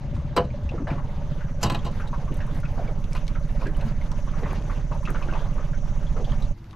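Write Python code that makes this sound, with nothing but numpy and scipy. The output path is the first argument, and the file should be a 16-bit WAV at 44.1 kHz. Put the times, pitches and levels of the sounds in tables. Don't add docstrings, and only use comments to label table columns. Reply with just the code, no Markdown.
import sys
import numpy as np
from scipy import signal
from scipy.io import wavfile

SR = 44100
rng = np.random.default_rng(int(sys.argv[2]) if len(sys.argv) > 2 else 0)


def to_wav(sig):
    pcm = np.clip(np.atleast_2d(sig), -1, 1) * 32767
    pcm = np.round(pcm).astype(np.int16)
    wavfile.write(sys.argv[1], SR, pcm.T)


N = 297675
T = np.arange(N) / SR

# t/s, once-a-turn level/dB, twice-a-turn level/dB, left over right/dB
HULL_SHAKE = [(0.0, -46, -36.5, 7), (1.07, -29.5, -34, -2.5), (3.5, -28, -27, -5), (4.4, -27, -29, -5.5),
              (4.67, -53, -27, -5), (5.1, -27, -29, -5.5), (6.5, -26, -26, -5.5)]
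# f/Hz, width/Hz, level/dB
EXHAUST_TONES = [(50.6, 3.9, -23), (73.9, 6.5, 10.5), (118, 11, 2), (136, 17.2, 26.5), (150.5, 11, 17.5),
                 (191, 5.7, -1.5)]
# t/s, level/dB
WHINE_CURVE = [(0, -72.5), (1.8, -65), (3.9, -66), (4.2, -62.5), (6.5, -61)]
# f/Hz, width/Hz, level/dB, loudest point/turns, swing/dB
WHINE_TONES = [(5640, 80, -2, .9, 6), (6070, 75, 0, .83, 8), (6290, 80, 0, .28, 6), (6620, 80, -4, .4, 4),
               (6000, 800, -9, .6, 2)]
# f/Hz, level/dB
WASH_SPECTRUM = [(150, 46.5), (260, -22.5), (442, -2.5), (581, -22), (666, -2), (1110, -10.5),
                 (1210, -11.5), (1770, -15.5), (4520, -27.5), (6260, -38.5), (8520, -68.5), (12200, -35),
                 (15500, -101)]
# f/Hz, likeness (1 = the same)
EAR_LIKENESS = [(60, 0.99), (180, 0.97), (550, 0.89), (1650, 0.85), (4970, 0.67), (15000, 0.46)]
# t/s, boost/dB
SPRAY_BOOST = [(0, 5.5), (1.5, 13), (1.9, 15.5), (6.75, 9.5)]
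# t/s, drip boost/dB
TRAP_GUSHES = [(0.0, -6), (0.9, 3), (1.302, 8), (1.8, 12), (2.35, 9.5), (2.8, 14), (3.8, 17), (4.49, 25),
               (5.2, 22.5), (6.2, 7)]
# t/s, level/dB, f/Hz
HULL_SLAPS = [(.13, -27.5, 203), (.14, -19, 75), (0.626, -20, 69), (0.716, -32.5, 510), (0.736, -25.5, 340),
              (0.802, -23.5, 230), (0.872, -26, 644), (2.222, -34.5, 536), (2.305, -25.5, 262),
              (2.521, -31, 231), (2.779, -24, 620), (2.884, -29, 560), (3.61, -32.5, 630),
              (3.663, -24.5, 295), (3.794, -36, 574), (4.421, -26, 490), (4.912, -31.5, 595),
              (5.085, -30, 336), (5.324, -29, 605), (5.419, -35, 487), (6.163, -29.5, 484),
              (6.198, -29.5, 434), (6.273, -35, 540)]
# t/s, level/dB, f/Hz
DROP_PLOPS = [(0.779, -34.5, 1210), (0.871, -31, 1650), (0.904, -33, 1310), (0.981, -31.5, 1030),
              (1.408, -36.5, 1480), (1.9993, -31.5, 1430), (2.04, -35.5, 930), (2.13, -27, 1000),
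              (2.278, -36.5, 1075), (2.3875, -38, 930), (2.404, -34.5, 1710), (2.476, -37.5, 1030),
              (2.632, -33.5, 1400), (3.158, -34.5, 1200), (3.353, -33.5, 1350), (3.62, -32, 1030),
              (3.6582, -30, 1620), (3.82, -37.5, 1560), (4.1155, -33.5, 980), (4.274, -34, 1070),
              (4.337, -35.5, 1200), (4.4338, -35, 1880), (4.4576, -31.5, 1080), (4.509, -32.5, 1040),
              (4.697, -30.5, 1140), (4.9155, -29, 944), (4.95, -35.5, 900), (5.029, -36, 1010),
              (5.0745, -25.5, 1260), (5.1472, -27.5, 1385), (5.215, -31.5, 1040), (5.2863, -32, 1400),
              (5.326, -30.5, 1090), (5.3463, -27, 930), (5.457, -37.5, 1080), (5.581, -33.5, 1177),
              (5.733, -36, 1530), (6.1645, -34.5, 1270), (6.318, -40, 1810), (6.73, -42.5, 1110)]
# t/s, level/dB, f/Hz
MESH_SNAPS = [(1.9144, -46, 6300), (2.0835, -49, 6730), (2.342, -43.5, 9100), (2.3703, -44, 9000),
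              (2.467, -46, 8200), (2.5469, -46, 8000), (2.602, -45, 8000), (3.041, -35.5, 2980),
              (3.1312, -32, 5030), (3.151, -42, 8800), (3.268, -37, 3400), (3.279, -30, 3550),
              (3.669, -40, 4000), (3.7681, -47, 8750), (4.116, -34, 4140), (4.5294, -42, 10000),
              (5.0327, -50, 7000), (5.104, -35.5, 10000), (6.642, -46.5, 2930), (6.709, -41, 2860),
              (6.73, -47, 2960)]
# t/s, level/dB, f/Hz
WIRE_CLINKS = [(0.5034, -44.5, 2260), (0.6908, -35, 2610), (0.903, -35.5, 2440), (1.746, -33.5, 3850),
               (1.748, -34, 2830), (1.79, -40.5, 3280), (2.075, -40.5, 3840), (2.323, -43, 2780),
               (2.406, -42.5, 2630), (2.653, -37.5, 2500), (2.876, -39.5, 2290), (3.124, -42, 2370),
               (3.158, -35, 2450), (3.168, -36.5, 2750), (3.2784, -40, 2200), (3.6136, -40.5, 2440),
               (3.747, -44.5, 2940), (3.809, -41, 2600), (3.811, -44.5, 4000), (4.013, -38, 2140),
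               (4.506, -39.5, 2430), (4.924, -43.5, 2650), (5.0535, -31, 2620), (5.225, -34.5, 2530),
               (5.313, -41, 2720), (5.336, -35.5, 2610), (6.0672, -42, 3300), (6.245, -37.5, 3320),
               (6.319, -38, 3100), (6.4225, -38, 3870), (6.455, -49.5, 4300)]
# t/s, ring level/dB, boom level/dB, rasp level/dB, length/s, ring tilt/dB per octave
TRAP_KNOCKS = [(0.363, -11.5, -37, -18.5, 0.0068, -4.5), (.373, -8, -24, -26, 0.009, -7.5),
               (0.398, -25.5, -15, -39, 0.015, -38), (0.437, -37, -21.5, -45.5, 0.016, -45),
               (0.868, -31.5, -41, -43.5, 0.028, -11), (0.903, -27, -14.5, -59, 0.025, -4),
               (1.609, -29.5, -39, -33.5, 0.033, -11), (1.628, -13, -26, -15, 0.009, 6),
               (1.64, -17.5, -13.5, -32, 0.0089, 4), (1.655, -18, -12.5, -28.5, 0.013, -5),
               (1.697, -19, -41, -23, 0.0063, 6), (1.716, -28, -21, -31.5, 0.0094, 6),
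               (1.731, -36, -30, -45, 0.0085, 0), (1.745, -21.5, -27, -30, 0.0067, 11),
               (1.766, -30, -23.5, -53, 0.0111, 0), (1.845, -31, -21, -33.5, 0.016, 1),
               (1.863, -22.5, -41, -36, 0.0091, -5), (3.149, -25.5, -33, -39, 0.0046, 8),
               (3.162, -40, -36, -38, 0.0069, 4)]
# f/Hz, level/dB, time to fade by 60 dB/s
HULL_TONES = [(400, -2, 0.11), (500, 6.5, 0.11), (557, 8.5, 0.09), (688, 8.5, 0.1), (830, 12.5, 0.061),
              (1010, 13.5, 0.074), (1110, 9.5, 0.063), (1303, 6, 0.031), (1483, -2, 0.05),
              (1690, -3, 0.069), (1930, -4, 0.062), (2500, -6.5, 0.046), (2910, -16, 0.06)]
# f/Hz, level/dB, time to fade by 60 dB/s
PANEL_TONES = [(75, -8, 0.15), (102, -3, 0.19), (148, 2.5, 0.12), (200, 5.5, 0.043), (261, -2.5, 0.067),
               (332, -12.5, 0.11)]
# f/Hz, width/Hz, level/dB
FRAME_TONES = [(2600, 560, 7), (2870, 147, 13), (3120, 66, 9), (3850, 150, 8), (4030, 250, 6.5),
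               (4530, 200, 5), (4660, 160, 6), (5900, 2500, -6), (8000, 500, -3.5), (10000, 5300, -21),
               (12200, 1200, -10)]
# channel (0 = left), delay/s, level/dB
HULL_ECHOES = [(0, 0.011, -13), (1, 0.015, -15)]

CUT_S = 6.523
IDLE_TURNS_PER_S = 15.004
TURNS = .531 + IDLE_TURNS_PER_S * T
PUMP_STROKES_PER_S, PUMP_HZ = 21.935, 577.4
WASH_DB, DRIPS_DB, DRIPS_PER_S = -51, -66.5, 450
GUSH_RISE_S, GUSH_FALL_S = .18, .35
PATTER_FROM_S, PATTER_PER_S = 3, 160
OPPOSITE = np.array([[1], [-1]])


def from_db(db):
    return 10 ** (np.asarray(db) / 20)


def rms_one(x):
    return x / np.sqrt(np.mean(x ** 2) + 1e-20)


def peak_one(x):
    return x / np.abs(x).max()


def in_time(rows):
    times, *columns = np.transpose(rows)
    return [np.interp(T, times, column) for column in columns]


def at_hz(rows, hz):
    pitches, values = np.transpose(rows)
    return np.interp(np.log(hz), np.log(pitches), values)


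def after_cut(db):
    return from_db(db * np.clip((T - CUT_S) / .03, 0, 1))


def per_turn(top, times=1):
    return np.cos(2 * np.pi * times * (TURNS - top))


def panned(x, db):
    return np.array([x * from_db(db / 2), x * from_db(-db / 2)])


def drift(rate_hz):
    r = np.exp(-80 * np.pi * rate_hz / SR)
    slow = signal.lfilter([1], [1, -2 * r, r * r], rng.standard_normal(N // 40 + 2002))[2000:]
    return np.interp(np.arange(N) / 40, np.arange(len(slow)), rms_one(slow))


def band(x, low_hz, high_hz):
    edges = [low_hz, min(high_hz, .45 * SR)]
    return signal.sosfilt(signal.butter(2, edges, "band", fs=SR, output="sos"), x)


def ring(x, hz, fade_s):
    r, w = from_db(-60 / (fade_s * SR)), 2 * np.pi * hz / SR
    return signal.lfilter([0, np.sin(w)], [1, -2 * r * np.cos(w), r * r], x + 1e-18)


def resonance(x, hz, width_hz):
    r, w = np.exp(-np.pi * width_hz / SR), 2 * np.pi * hz / SR
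    return signal.lfilter([(1 - r * r) / 2, 0, (r * r - 1) / 2], [1, -2 * r * np.cos(w), r * r], x)


def pulses(cycles, jitter, spread_db):
    count = int(cycles[-1]) + 1
    luck = rng.standard_normal((count, 2))
    at = np.searchsorted(cycles, np.arange(count) + jitter * luck[:, 0])
    out = np.zeros(N + 1)
    out[at] = from_db(spread_db * luck[:, 1])
    out[0] = 0
    return out[:N]


def burst(t, rise_s, fall_s, channels):
    shape = (1 - np.exp(-t / rise_s)) * np.exp(-t / max(fall_s, .001))
    return rng.standard_normal((channels, len(t))) * shape


def add(out, s, sound):
    i = round(s * SR)
    out[..., i:i + sound.shape[-1]] += sound[..., :max(N - i, 0)]


def hollow(hz, length_s, width, splash):
    t = T[:int(.2 * SR)]
    grit = burst(t, min(.3 * length_s, .003), length_s, channels=3)
    grit[0, 0] = .61 * np.sqrt(SR / (width * hz))
    centre = resonance(resonance(grit[0], hz, width * hz), hz, 2 * width * hz)
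    body = band(band(grit[1], .35 * hz, 1.83 * hz), .35 * hz, 1.83 * hz)
    specks = burst(t, .006, 1.8 * length_s, channels=1)[0] * (rng.random(len(t)) < .04)
    crackle = band(specks + 1e-9, hz, max(4400, 1.5 * hz))
    return peak_one(peak_one(centre) + splash * peak_one(body) + from_db(-21) * peak_one(crackle))


def blows(rows, base_s, width, splash, pan_db):
    out = np.zeros((2, N))
    for s, db, hz in rows:
        length_s = max(base_s * np.exp(.01 * (db + 30)), 2.2 / hz)
        blow = from_db(db) * hollow(hz, length_s, width, splash)
        add(out, s, panned(blow, pan_db * rng.standard_normal()))
    return out


def faint_drone():
    return from_db(-60) * rms_one(resonance(rng.standard_normal(N), 332.6, 6.9)) * (T > CUT_S)


def engine_whine():
    white = rng.standard_normal((3, N))
    hiss = white[0] + .52 * white[1:]
    tones = sum(from_db(db + swing_db * per_turn(top) + 2 * drift(30)) * resonance(hiss, hz, width)
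                for hz, width, db, top, swing_db in WHINE_TONES)
    level = from_db(in_time(WHINE_CURVE)[0] + drift(3.6)) * after_cut(-29)
    return level * rms_one(band(tones, 5100, 7700)) * from_db([[-1.2], [1.2]])


def pump():
    strokes = pulses((T - .036) * PUMP_STROKES_PER_S, jitter=.05, spread_db=2.5)
    rush = .012 * rng.standard_normal(N)
    hum = resonance(resonance(strokes + rush, PUMP_HZ, 52), PUMP_HZ, 72)
    return from_db(-48.5) * rms_one(hum) * after_cut(-35)


def engine_shake():
    first_db, second_db, pan_db = in_time(HULL_SHAKE)
    first = from_db(first_db + .32 * drift(3)) * per_turn(.31)
    second = from_db(second_db + .5 * drift(1.9)) * per_turn(.24, times=2)
    third = from_db(second_db - 10.5 + 5.15 * drift(19.7)) * per_turn(.23, times=3)
    shake = panned(-np.sqrt(2) * (first + second + third), pan_db * (T < CUT_S))
    rumble = from_db(-46.5) * rms_one(band(rng.standard_normal(N), 27, 36)) * OPPOSITE
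    return (shake + rumble) * after_cut(-24)


def exhaust():
    gulps = pulses(TURNS - .19, .013, 1.5) + pulses(TURNS - .295, .013, 2.2)
    gulps += .22 * pulses(TURNS - .7, .04, 4)
    gas = .005 * rng.standard_normal(N) - gulps
    burble = rms_one(sum(from_db(db) * rms_one(resonance(gas, hz, w)) for hz, w, db in EXHAUST_TONES))
    burble = signal.sosfilt(signal.butter(4, 280, fs=SR, output="sos"), burble)
    burble *= from_db(-33.5 - .22 * T)
    swirl = rng.standard_normal((3, N))
    slosh = from_db(-61.5) * rms_one(band(swirl[2], 96, 160)) * OPPOSITE
    churn = rms_one(band(swirl[0] + .018 * swirl[1:], 40.6, 118)) * from_db(-34 + .16 * per_turn(.33))
    return (burble + slosh) * after_cut(-21) + churn * after_cut(-6.5)


def gushes():
    s, db = np.transpose(TRAP_GUSHES)[:, :, None]
    length_s = np.where(T < s, GUSH_RISE_S, GUSH_FALL_S)
    return np.max(db * np.exp(-((T - s) / length_s) ** 2), axis=0)


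def wash(level_db):
    out, together = 0, drift(9)
    edges = 180 * 2 ** np.arange(0, 6.8, .4)
    spray_db = in_time(SPRAY_BOOST)[0]
    white = rng.standard_normal((2, 2, N))
    for k, (low, high) in enumerate(zip(edges, edges[1:])):
        mid, side = band(white[k % 2], low, high)
        hz = np.sqrt(low * high)
        alike = at_hz(EAR_LIKENESS, hz)
        gain = from_db(at_hz(WASH_SPECTRUM, hz) + 2.2 * together + 2.8 * drift(16))
        gain *= from_db(spray_db * np.clip(np.log2(hz / 5000), 0, 1))
        gain *= after_cut(-13 + 4.5 * np.log2(max(hz / 1000, 1)))
        out += gain * (np.sqrt(1 + alike) * mid + np.sqrt(1 - alike) * side * OPPOSITE)
    return from_db(level_db) * out / np.std(band(out[0], 700, 3000))


def drips(level_db):
    sizes = from_db(3.8 * np.minimum(rng.exponential(1, N), 5)) * rng.choice([-1, 1], N)
    falls = rng.random(N) < DRIPS_PER_S * from_db(5 * drift(10)) / SR
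    pitch_index, pans_db = rng.integers(0, 24, N), rng.normal(0, 1, 24)
    out = 0
    for k, hz in enumerate(np.geomspace(300, 9000, 24)):
        bubbles = ring(sizes * falls * (pitch_index == k), hz, 7 / hz)
        out += panned(bubbles * (hz / 1000) ** -.7, pans_db[k])
    return from_db(level_db) * rms_one(out) * after_cut(-23)


def splashes(rows):
    out = np.zeros((2, N))
    for s, db, hz in rows:
        for late, pitch, side in rng.random((3, 3)):
            bubble = hollow(hz * (.617 + .76 * pitch), length_s=.0068, width=.13, splash=.49)
            bubble *= from_db(db - 11 - 16 * late)
            add(out, s + .0067 + .055 * late, panned(bubble, 24 * (side - .5)))
    return out


def slaps():
    return blows(HULL_SLAPS, base_s=.024, width=.35, splash=.8, pan_db=1.2)


def plops():
    return blows(DROP_PLOPS, base_s=.018, width=.16, splash=.55, pan_db=3) + splashes(DROP_PLOPS)


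def mesh_snaps():
    out, t = np.zeros((2, N)), T[:int(.03 * SR)]
    wait, size, pitch = rng.random((700, 3)).T
    times = PATTER_FROM_S - np.cumsum(np.log(wait)) / PATTER_PER_S
    patter = np.column_stack([times, -68 + 14.3 * size ** 2, 4000 + 8000 * pitch])
    for s, db, hz in [*MESH_SNAPS, *patter[times < CUT_S]]:
        grit = burst(t, .00035, .0015, channels=3) + .14 * burst(t, .0013, .011, channels=3)
        snap = resonance(resonance(grit[0] + .47 * grit[1:], hz, .87 * hz), hz, 1.1 * hz)
        add(out, s, from_db(db + rng.normal(1, .96) * OPPOSITE) * peak_one(snap))
    return signal.sosfilt(signal.butter(8, 13300, fs=SR, output="sos"), band(out, 900, 16000))


def wire_clinks():
    out = blows(WIRE_CLINKS, base_s=.009, width=.09, splash=.4, pan_db=1.5)
    for s, db, hz in WIRE_CLINKS:
        add(out, s, from_db(db - 14) * hollow(2.09 * hz, length_s=.0035, width=.074, splash=.48))
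    return out + splashes(WIRE_CLINKS)


def frame_rasp(t, scrape, tilt_db):
    grips = rng.standard_normal((len(FRAME_TONES), 2)) * [.02, 3]
    rasp = 0
    for k, ((hz, width, db), (detune, uneven_db)) in enumerate(zip(FRAME_TONES, grips)):
        gain = (-1) ** k * from_db(db + uneven_db + tilt_db * np.log2(hz / 4000))
        fade = np.exp(-t * hz / 330)
        rasp += gain * resonance(scrape, hz * (1 + detune), width) * fade
    rasp[0] = signal.lfilter([1 / 3, 1], [1, 1 / 3], rasp[0])
    return peak_one(rasp)


def trap_knocks():
    out, t = np.zeros((2, N)), T[:int(.4 * SR)]
    for s, ring_db, boom_db, rasp_db, length_s, tilt_db in TRAP_KNOCKS:
        grit = burst(t, .53 * length_s, length_s, channels=4)
        rattle = burst(t, length_s, 2.16 * length_s, channels=4)
        grit += from_db(-7) * band(rattle, 77, 5160)
        grit[0, int(length_s * SR / 2)] += .41 * np.sqrt(length_s * SR)
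        uneven_db = rng.normal(0, 2, len(HULL_TONES) + len(PANEL_TONES))
        hull = 0
        for (hz, db, fade_s), luck in zip(HULL_TONES, uneven_db):
            gain = from_db(db + luck + tilt_db * np.log2(hz / 800))
            hull += gain * ring(grit[0], hz * (1 + .005 * luck), fade_s)
        hull = peak_one(hull) + .45 * peak_one(band(band(grit[1], 280, 1040), 330, 3000))
        boom = sum(from_db(db + luck) * ring(grit[0] + .05 * grit[2:], hz, fade_s)
                   for (hz, db, fade_s), luck in zip(PANEL_TONES, uneven_db[::-1]))
        bright_db = 4 + .45 * max(rasp_db - ring_db, -16)
        rasp = frame_rasp(t, grit[1] + .16 * grit[2:], bright_db)
        add(out, s, from_db(ring_db) * hull + from_db(boom_db) * peak_one(boom) + from_db(rasp_db) * rasp)
    return out


def scene():
    gush_db = gushes()
    run_off = wash(WASH_DB + .2 * gush_db) + drips(DRIPS_DB + gush_db)
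    drone = faint_drone()
    hits = trap_knocks() + slaps() + plops() + wire_clinks() + mesh_snaps()
    dull = band(hits, 780, 2600)
    for channel, delay_s, db in HULL_ECHOES:
        add(hits[channel], delay_s, from_db(db) * dull[channel])
    return drone + engine_whine() + pump() + engine_shake() + exhaust() + run_off + hits


def record(dry):
    return signal.sosfilt(signal.cheby2(12, 70, 15800, fs=SR, output="sos"), dry)


dry = scene()
out = record(dry)
to_wav(out)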